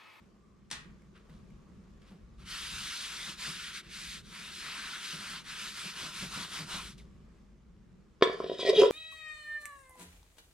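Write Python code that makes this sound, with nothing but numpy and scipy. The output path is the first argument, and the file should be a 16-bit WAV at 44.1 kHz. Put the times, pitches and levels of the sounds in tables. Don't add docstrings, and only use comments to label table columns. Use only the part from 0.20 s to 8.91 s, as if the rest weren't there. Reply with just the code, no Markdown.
import sys
import numpy as np
from scipy import signal
from scipy.fft import rfft, irfft, next_fast_len
from scipy.io import wavfile
from scipy.ndimage import uniform_filter1d, map_coordinates

SR = 44100
rng = np.random.default_rng(int(sys.argv[2]) if len(sys.argv) > 2 else 0)


def inscribe(sig):
    pcm = np.round(np.clip(np.atleast_2d(sig).T, -1, 1) * 32767)
    wavfile.write(sys.argv[1], SR, pcm.astype(np.int16))


N = 384111
TIME = np.arange(N) / SR

# start_s, end_s, rubbing_db, treble_db, dark_hiss_db
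RAG_STROKES = [(2.174, 2.276, -54.5, 2.5, 8), (2.245, 2.563, -43.5, 5.5, -4.5),
               (2.472, 2.94, -43.5, 6.5, -1.5), (2.855, 3.18, -45, 6.5, 2), (3.158, 3.377, -42.5, 7.5, 2),
               (3.286, 3.57, -43.5, 2.5, -8), (3.515, 3.624, -36.5, 3, -15), (3.585, 3.763, -54.5, -3, -8),
               (3.68, 4.028, -46.5, 6, -7), (4.01, 4.17, -58.5, 7.5, -6), (4.078, 4.364, -47, 3, -0.5),
               (4.282, 4.486, -48.5, 8, -5), (4.374, 4.854, -43, 2, 0.5), (4.774, 5.022, -43.5, 6, -2.5),
               (4.945, 5.241, -44, 3.5, 2.5), (5.227, 5.417, -44, 2.5, 0.5), (5.326, 5.57, -43, 4.5, -2.5),
               (5.503, 5.772, -44.5, 6.5, -0.5), (5.715, 5.951, -43.5, 5.5, 5), (5.893, 6.123, -44, 7, 0),
               (6.071, 6.313, -43.5, 6, 6.5), (6.263, 6.476, -44, 7, 5.5), (6.447, 6.652, -44, 7.5, 11),
               (6.556, 6.752, -52.5, 10, 6), (6.68, 6.79, -66, 9, 6)]
# frequency_hz, relative_density_db (per Hz)
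RUB_SPECTRUM = [(290, -15.5), (500, -23), (626, -17.5), (866, -15), (956, -6.5), (1160, -5), (1340, 1.5),
                (1850, -2.5), (3490, -2), (7170, -14), (9500, -14), (12400, -25), (14500, -36)]
# frequency_hz, correlation (0-1)
RUB_LIKENESS = [(60, 0.41), (180, 0.98), (530, 0.8), (1600, 0.81), (4770, 0.87), (14200, 0.06)]
# resonance_hz, width_hz, relative_level_db
PLATE_MODES = [(170.5, 64, 2.5), (328, 86, -4.5), (640, 700, -14.5)]
ATTACK_S, RELEASE_S = 0.073, 0.084
STROKE_RISE_DB_PER_S = 1

# time_s, dome_push_db, rim_ring_db, skirt_ring_db
RIM_TAPS = [(8.011, 5, -4, -2), (8.023, 30.5, 24.5, 23), (8.073, 16, 6, -9), (8.097, 14, -4, 3),
            (8.202, 13.5, -23, 7), (8.242, 13.5, -1.5, -20), (8.263, 4.5, -8, -15), (8.297, 14, -1.5, -1),
            (8.316, 14, -17, -18), (8.392, 8, -11, 4), (8.43, 11.5, -8, -10), (8.4505, 16, -1, -9),
            (8.619, -2, -3, 18.5), (8.633, 6, -5, 21)]
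# start_s, end_s, drive_db, slip_rate_hz
CHATTER_BURSTS = [(8.456, 8.48, -23.5, 400), (8.468, 8.484, -25, 550), (8.479, 8.504, -10.5, 407.5),
                  (8.512, 8.528, -23, 420), (8.526, 8.538, -12.5, 544), (8.57, 8.607, -6.5, 422.4),
                  (8.614, 8.624, -4, 387), (8.62, 8.647, -10, 425.5), (8.622, 8.65, -11, 545),
                  (8.651, 8.667, -11.5, 445), (8.675, 8.686, -17, 400), (8.702, 8.728, -5.5, 425)]
# time_s, drag_db, hiss_db
RIM_DRAG = [(8.03, -23, -37), (8.052, -41, -21), (8.13, -47, -44), (8.18, -52, -34), (8.372, -52, -15),
            (8.414, -38.5, -16), (8.44, -45.5, -23), (8.498, -27.5, -31), (8.52, -46, -35),
            (8.56, -35, -41), (8.628, -32.5, -41), (8.71, -48.5, -32)]
# resonance_hz, width_hz, landing_db, dragged_db
DOME_MODES = [(298, 80, -19, -34), (356, 68, -12.5, -7.5), (413, 72, 6.5, 5.5), (504, 41, 3.5, -16),
              (509, 62, -0.5, -1.5), (700, 74, -6, -2.5)]
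# resonance_hz, width_hz, landing_db, dragged_db
RIM_MODES = [(790, 250, -12, -38), (1560, 140, -14, -21), (1730, 31, -0.5, -9.5), (1910, 40, -9, -6.5),
             (2033, 13, -5, -4), (2262, 40, -2.5, -21), (2430, 110, -11, -8), (2900, 120, -12, -8),
             (3070, 68, -12, -4), (3268, 77, -6.5, -0.5), (3400, 35, -3, 0), (3560, 44, -2, -6),
             (3770, 62, -6, 1), (4200, 90, -13, -9), (4570, 100, -9.5, -11.5), (4900, 160, -13.5, -9),
             (5260, 99, -20, -9), (5540, 64, -17, -14), (6400, 890, -31, -34)]
# resonance_hz, width_hz, landing_db, dragged_db
SKIRT_MODES = [(980, 16, 7, 13), (1078, 105, 9.5, 0.5), (1330, 200, 1, -3.5)]
SLIP_PEAK = 0.74
GRIND_DB = -37
SETTLE_S, SETTLE_SPAN_S = 8.2, 0.1

# time_s, level_db, rise_s, brightness_db
CLOTH_RUSTLES = [(0.963, -59.5, 0.017, -11), (1.1, -71, .01, -12), (1.15, -77.5, 0.046, 8.5),
                 (1.82, -65, 0.0036, -2), (1.89, -64.5, 0.029, 0), (6.782, -73, 0.0048, 20)]
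FADE_S, FADE_PER_RISE = 0.19, 6.3
# start_hz, end_hz, level_db
PEEL_TONES = [(2750, 1300, -63), (4100, 3300, -64)]
PEEL_S, PEEL_SPAN_S = 6.779, 0.06
# time_s, level_db
PALM_THUMPS = [(1.085, -55), (1.899, -52.5), (3.067, -50.5), (3.259, -48.5), (4.924, -50), (5.633, -50),
               (5.813, -47.5), (6.011, -43), (6.159, -44.5), (6.389, -45.5), (6.529, -53)]
UPPER_DB = -6
# time_s, relative_level_db, pitch_hz
SMALL_TICKS = [(0.8205, -60, 2200), (0.9774, -58.5, 2800), (1.0969, -58, 1930), (1.3056, -60, 2280)]
TICK_T60_S = 0.016
# time_s, relative_level_db
KNOCKS = [(0.503, -42), (0.5125, -25.5), (0.529, -39)]
# frequency_hz, relative_density_db (per Hz)
KNOCK_SPECTRUM = [(300, -9), (402, -38), (480, -5), (529, -19), (1010, -7), (3900, -6), (9980, -11.5),
                  (14500, -33.5)]

# frequency_hz, left_minus_right_db
TABLE_BALANCE = [(500, -0.2), (4000, 1.35), (12000, -1.5)]
LEFT_LAG_S = 1.5 / SR
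# frequency_hz, t60_s
WALL_DECAY = [(200, 0.056), (1500, 0.5), (5000, 0.18), (12000, 0.023)]
# frequency_hz, relative_density_db (per Hz)
SHOP_SPECTRUM = [(12, -50), (20, -19), (54, -4.5), (96, -16), (165, -9), (208, -7), (274, -24), (351, -20),
                 (476, -27), (719, -36), (1210, -34.5), (1600, -38), (3860, -46), (6890, -48.5),
                 (14500, -67)]
# frequency_hz, correlation (0-1)
SHOP_LIKENESS = [(60, 0.97), (240, 0.64), (920, 0.4), (3630, 0.43), (14200, 0.11)]
# time_s, base_level_db
RUMBLE_LEVEL = [(0, -62.5), (1.3, -60.5), (1.62, -63), (2.1, -54), (2.7, -60.5), (3.9, -64), (4.6, -68.5),
                (6.3, -62.5), (7.1, -59), (8.1, -61), (8.71, -86)]
# time_s, relative_level_db
AIR_LEVEL = [(0, 1), (.2, -2.5), (.48, -3.5), (.7, 1.5), (.9, -.5), (1.15, 1.5), (2.1, -.5), (6.9, 1),
             (7.2, -.5), (7.35, -3.5), (8.71, -2)]
# time_s, level_db
WHINE_LEVEL = [(0, -82), (.3, -75), (.45, -87), (1, -81), (1.4, -80), (1.6, -86), (2, -84), (7.1, -83),
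               (7.25, -92)]
SHOP_DB = -54
WHINE_HZ, WHINE_WIDTH_HZ = 1130, 240
TOP_HZ = 14800


def amp(db):
    return 10 ** (np.asarray(db) / 20)


def unit(x):
    return x / np.sqrt(np.mean(x ** 2) + 1e-20)


def along(points, hz):
    f, v = np.transpose(points)
    return np.interp(np.log(hz + 1), np.log(f + 1), v)


def curves(rows):
    s, db, *others = np.transpose(rows)
    return [np.interp(TIME, s, db, -200, -200)] + [np.interp(TIME, s, c) for c in others]


def wobble(rate):
    knots = rng.standard_normal(int(N * rate / SR) + 4)
    return map_coordinates(knots, [TIME * rate])


def filtered(x, response):
    m = next_fast_len(N + SR // 2)
    return irfft(rfft(x, m) * response(np.fft.rfftfreq(m, 1 / SR)), m)[..., :N]


def modes(table):
    def response(f):
        return sum((-1) ** k * amp(db) * 1j * f * w / (c * c - f * f + 1j * f * w)
                   for k, (c, w, db) in enumerate(table))
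    return response


def grit(grain_db, patchy_db):
    grains = rng.standard_normal((2, N)) * amp(grain_db * wobble(2500))
    z = signal.stft(grains, nperseg=512)[2]
    field = rng.standard_normal(z.shape[1:])
    field = uniform_filter1d(field, size=6, axis=0)
    field = uniform_filter1d(field, size=10, axis=1)
    return signal.istft(z * amp(patchy_db * unit(field)), nperseg=512)[1][:, :N]


def spread(pair, gain, alike):
    def mid_side(hz):
        turn = np.arccos(np.clip(along(alike, hz), -1, 1)) / 2
        return gain(hz) * [np.cos(turn), np.sin(turn)]
    mid, side = filtered(pair, mid_side)
    return unit(np.array([mid + side, mid - side]))


def rag():
    rub, bright_rub, dark_rub = strokes()
    body, bright = fibres(grain_db=0.35, patchy_db=1.44, split_hz=3450)
    dark = filtered(body, lambda hz: 1 / (1 + (hz / 1200) ** 8))
    hiss = rub * (body - dark) + dark_rub * dark + bright_rub * bright
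    plate = spread(rng.standard_normal((2, N)), modes(PLATE_MODES), RUB_LIKENESS)
    plate_gain = amp(-27.0 + 5.5 * wobble(7.8))
    return hiss + plate_gain * rub * plate


def strokes():
    power = np.zeros((3, N))
    for start, end, db, bright_db, dark_db in RAG_STROKES:
        at = slice(round(start * SR), round(end * SR))
        t = TIME[at]
        speed = np.clip((t - start) / ATTACK_S, 0, 1) * np.clip((end - t) / RELEASE_S, 0, 1)
        level = amp(db + STROKE_RISE_DB_PER_S * (t - start))
        power[:, at] += (speed * level * amp([[0], [bright_db], [dark_db]])) ** 2
    return np.sqrt(power)


def fibres(grain_db, patchy_db, split_hz):
    rub = spread(grit(grain_db, patchy_db), lambda hz: amp(along(RUB_SPECTRUM, hz)), RUB_LIKENESS)
    bright = filtered(rub, lambda hz: 1 / (1 + (split_hz / (hz + 1)) ** 4))
    return rub - bright, bright


def hubcap():
    push, tick, jolt = taps()
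    slips, swell = chatter()
    drag_db, hiss_db = curves(RIM_DRAG)
    force = amp(drag_db + 1.8 * wobble(60)) + swell
    grains = grit(grain_db=3, patchy_db=3.5)
    rough, fine = force * grains

    soft = lambda hz: 1 / (1 + 1j * hz / 950) ** 2
    hard = lambda hz: 1 / (1 + 1j * hz / 6000) ** 2
    dome_force = filtered(push, soft) + slips + amp(16.5) * fine + amp(5) * grains[0] * swell
    dome = shell(dome_force, DOME_MODES)
    rim = shell(filtered(tick, hard) + amp(14.0) * rough, RIM_MODES)
    scrape = amp(-5) * filtered(fine, lambda hz: modes([(3000, 3600, 0)])(hz) ** 2)
    skirt = shell(filtered(jolt, soft) + amp(1.0) * fine, SKIRT_MODES)
    hiss_tone = lambda hz: modes([(7500, 4600, 0)])(hz) / (1 + (hz / 10500) ** 6)
    hiss = filtered(amp(hiss_db) * fine, hiss_tone)
    return dome + rim + scrape + skirt + hiss


def taps():
    push, tick, jolt = np.zeros((3, N))
    for s, push_db, ring_db, skirt_db in RIM_TAPS:
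        i = round(s * SR)
        push[i], tick[i], jolt[i] = amp(push_db), amp(ring_db), amp(skirt_db)
    return push, tick, jolt


def chatter():
    slips, swell = np.zeros((2, N))
    for start, end, db, hz in CHATTER_BURSTS:
        at = slice(round(start * SR), round(end * SR))
        t = TIME[at] - start
        ramp = np.interp(t / (end - start), [0, SLIP_PEAK, 1], [0, 1, 0])
        shape = amp(db) * np.sin(np.pi / 2 * ramp)
        swell[at] += amp(GRIND_DB) * shape
        slips[at] += shape * np.maximum(np.cos(2 * np.pi * hz * t), 0) ** 2
    return slips, swell


def shell(force, table):
    flat = np.clip((TIME - SETTLE_S) / SETTLE_SPAN_S, 0, 1)
    hz, width, landing_db, dragged_db = np.transpose(table)
    landing = filtered((1 - flat) * force, modes(zip(hz, width, landing_db)))
    dragged = filtered(flat * force, modes(zip(hz, width, dragged_db)))
    return landing + dragged


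def rustles():
    body, bright = fibres(grain_db=3, patchy_db=.5, split_hz=3200)
    body_shape, bright_shape = np.zeros((2, N))
    for s, db, rise, bright_db in CLOTH_RUSTLES:
        t60 = FADE_S + FADE_PER_RISE * rise
        swell = np.exp(-((TIME - s) / rise) ** 2)
        fade = amp(-60 * np.abs(TIME - s) / t60)
        shape = amp(db) * np.where(TIME < s, swell, fade)
        body_shape += shape
        bright_shape += amp(bright_db) * shape
    return body_shape * body + bright_shape * bright


def lift():
    u = np.clip((TIME - PEEL_S) / PEEL_SPAN_S, 0, 1)
    shape = np.sin(np.pi * np.sqrt(u))
    peel = np.zeros(N)
    for from_hz, to_hz, db in PEEL_TONES:
        fuzz = unit(filtered(rng.standard_normal(N), lambda hz: 1 / (1 + (hz / 200) ** 2)))
        phase = 2 * np.pi * np.cumsum(from_hz + (to_hz - from_hz) * u) / SR
        peel += amp(db) * shape * fuzz * np.cos(phase)
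    return peel


def thumps():
    lean, upper = np.zeros((2, N))
    for s, db in PALM_THUMPS:
        u = np.maximum(TIME - s, 0) / 0.024
        lean += amp(db) * u * np.exp(1 - u)
        upper += amp(db + UPPER_DB) * u * np.exp(1 - u / 0.76)
    deep = lambda hz: modes(PLATE_MODES[:1])(hz) ** 2
    low = spread(rng.standard_normal((2, N)), deep, RUB_LIKENESS)
    high = spread(rng.standard_normal((2, N)), modes(PLATE_MODES[1:]), RUB_LIKENESS)
    return lean * low + upper * high


def knock():
    shape = np.zeros(N)
    for s, db in KNOCKS:
        t = np.abs(TIME - s)
        crack = amp(db - 60 * t / 0.041)
        rustle = amp(db - 8.0 - 60 * t / 0.27)
        shape += (crack + rustle) * (TIME >= s)
    noise = filtered(rng.standard_normal(N), lambda hz: amp(along(KNOCK_SPECTRUM, hz)))
    return amp(-11.5) * shape * unit(noise)


def ticks():
    s, db, hz = np.transpose(SMALL_TICKS)[..., None]
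    t = TIME - s
    ring = np.sin(2 * np.pi * hz * t) + 0.6 * rng.standard_normal(N)
    return np.sum((t >= 0) * amp(db - 60 * np.abs(t) / TICK_T60_S) * ring, axis=0)


def walls(x):
    hz, t, z = signal.stft(rng.standard_normal((2, SR // 2)), SR, nperseg=256)
    decay = amp(-60 * t / along(WALL_DECAY, hz)[:, None])
    tail = signal.istft(z * decay, SR, nperseg=256)[1]
    late = np.pad(x, (300, 0))[None]
    return signal.fftconvolve(late, tail / np.linalg.norm(tail[0]), axes=1)[:, :N]


def shop():
    air = spread(grit(grain_db=1.6, patchy_db=-1), lambda hz: amp(along(SHOP_SPECTRUM, hz)), SHOP_LIKENESS)
    deep = filtered(air, lambda hz: 1 / (1 + (hz / 115) ** 8))
    hum = filtered(air, lambda hz: 1 / (1 + (hz / 270) ** 8)) - deep
    hiss = air - deep - hum
    whine = unit(filtered(air, lambda hz: modes([(WHINE_HZ, WHINE_WIDTH_HZ, 0)])(hz) ** 2))

    surge_db = 2.8 * wobble(5)
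    lows = amp(SHOP_DB - 4.0 + surge_db) * hum
    lows = lows + amp(curves(RUMBLE_LEVEL)[0] + surge_db) * unit(deep) * amp([[.8], [-.8]])
    return lows + amp(SHOP_DB + curves(AIR_LEVEL)[0]) * hiss + amp(curves(WHINE_LEVEL)[0]) * whine


def scene():
    cap, rap = hubcap(), knock()
    near = rag() + thumps() + rustles() + lift() + cap
    near = near + ticks() * amp([[2], [-2]]) + rap * amp([[1.5], [-1.5]])

    def placing(hz):
        balance = amp(np.outer([.5, -.5], along(TABLE_BALANCE, hz)))
        return balance * np.exp(np.outer([-1j, 1j], np.pi * hz * LEFT_LAG_S))
    return filtered(near, placing) + amp(-12) * walls(cap) + amp(-5.0) * walls(rap) + shop()


def record(dry):
    return filtered(dry, lambda hz: hz < TOP_HZ)


dry = scene()
out = record(dry)
inscribe(out)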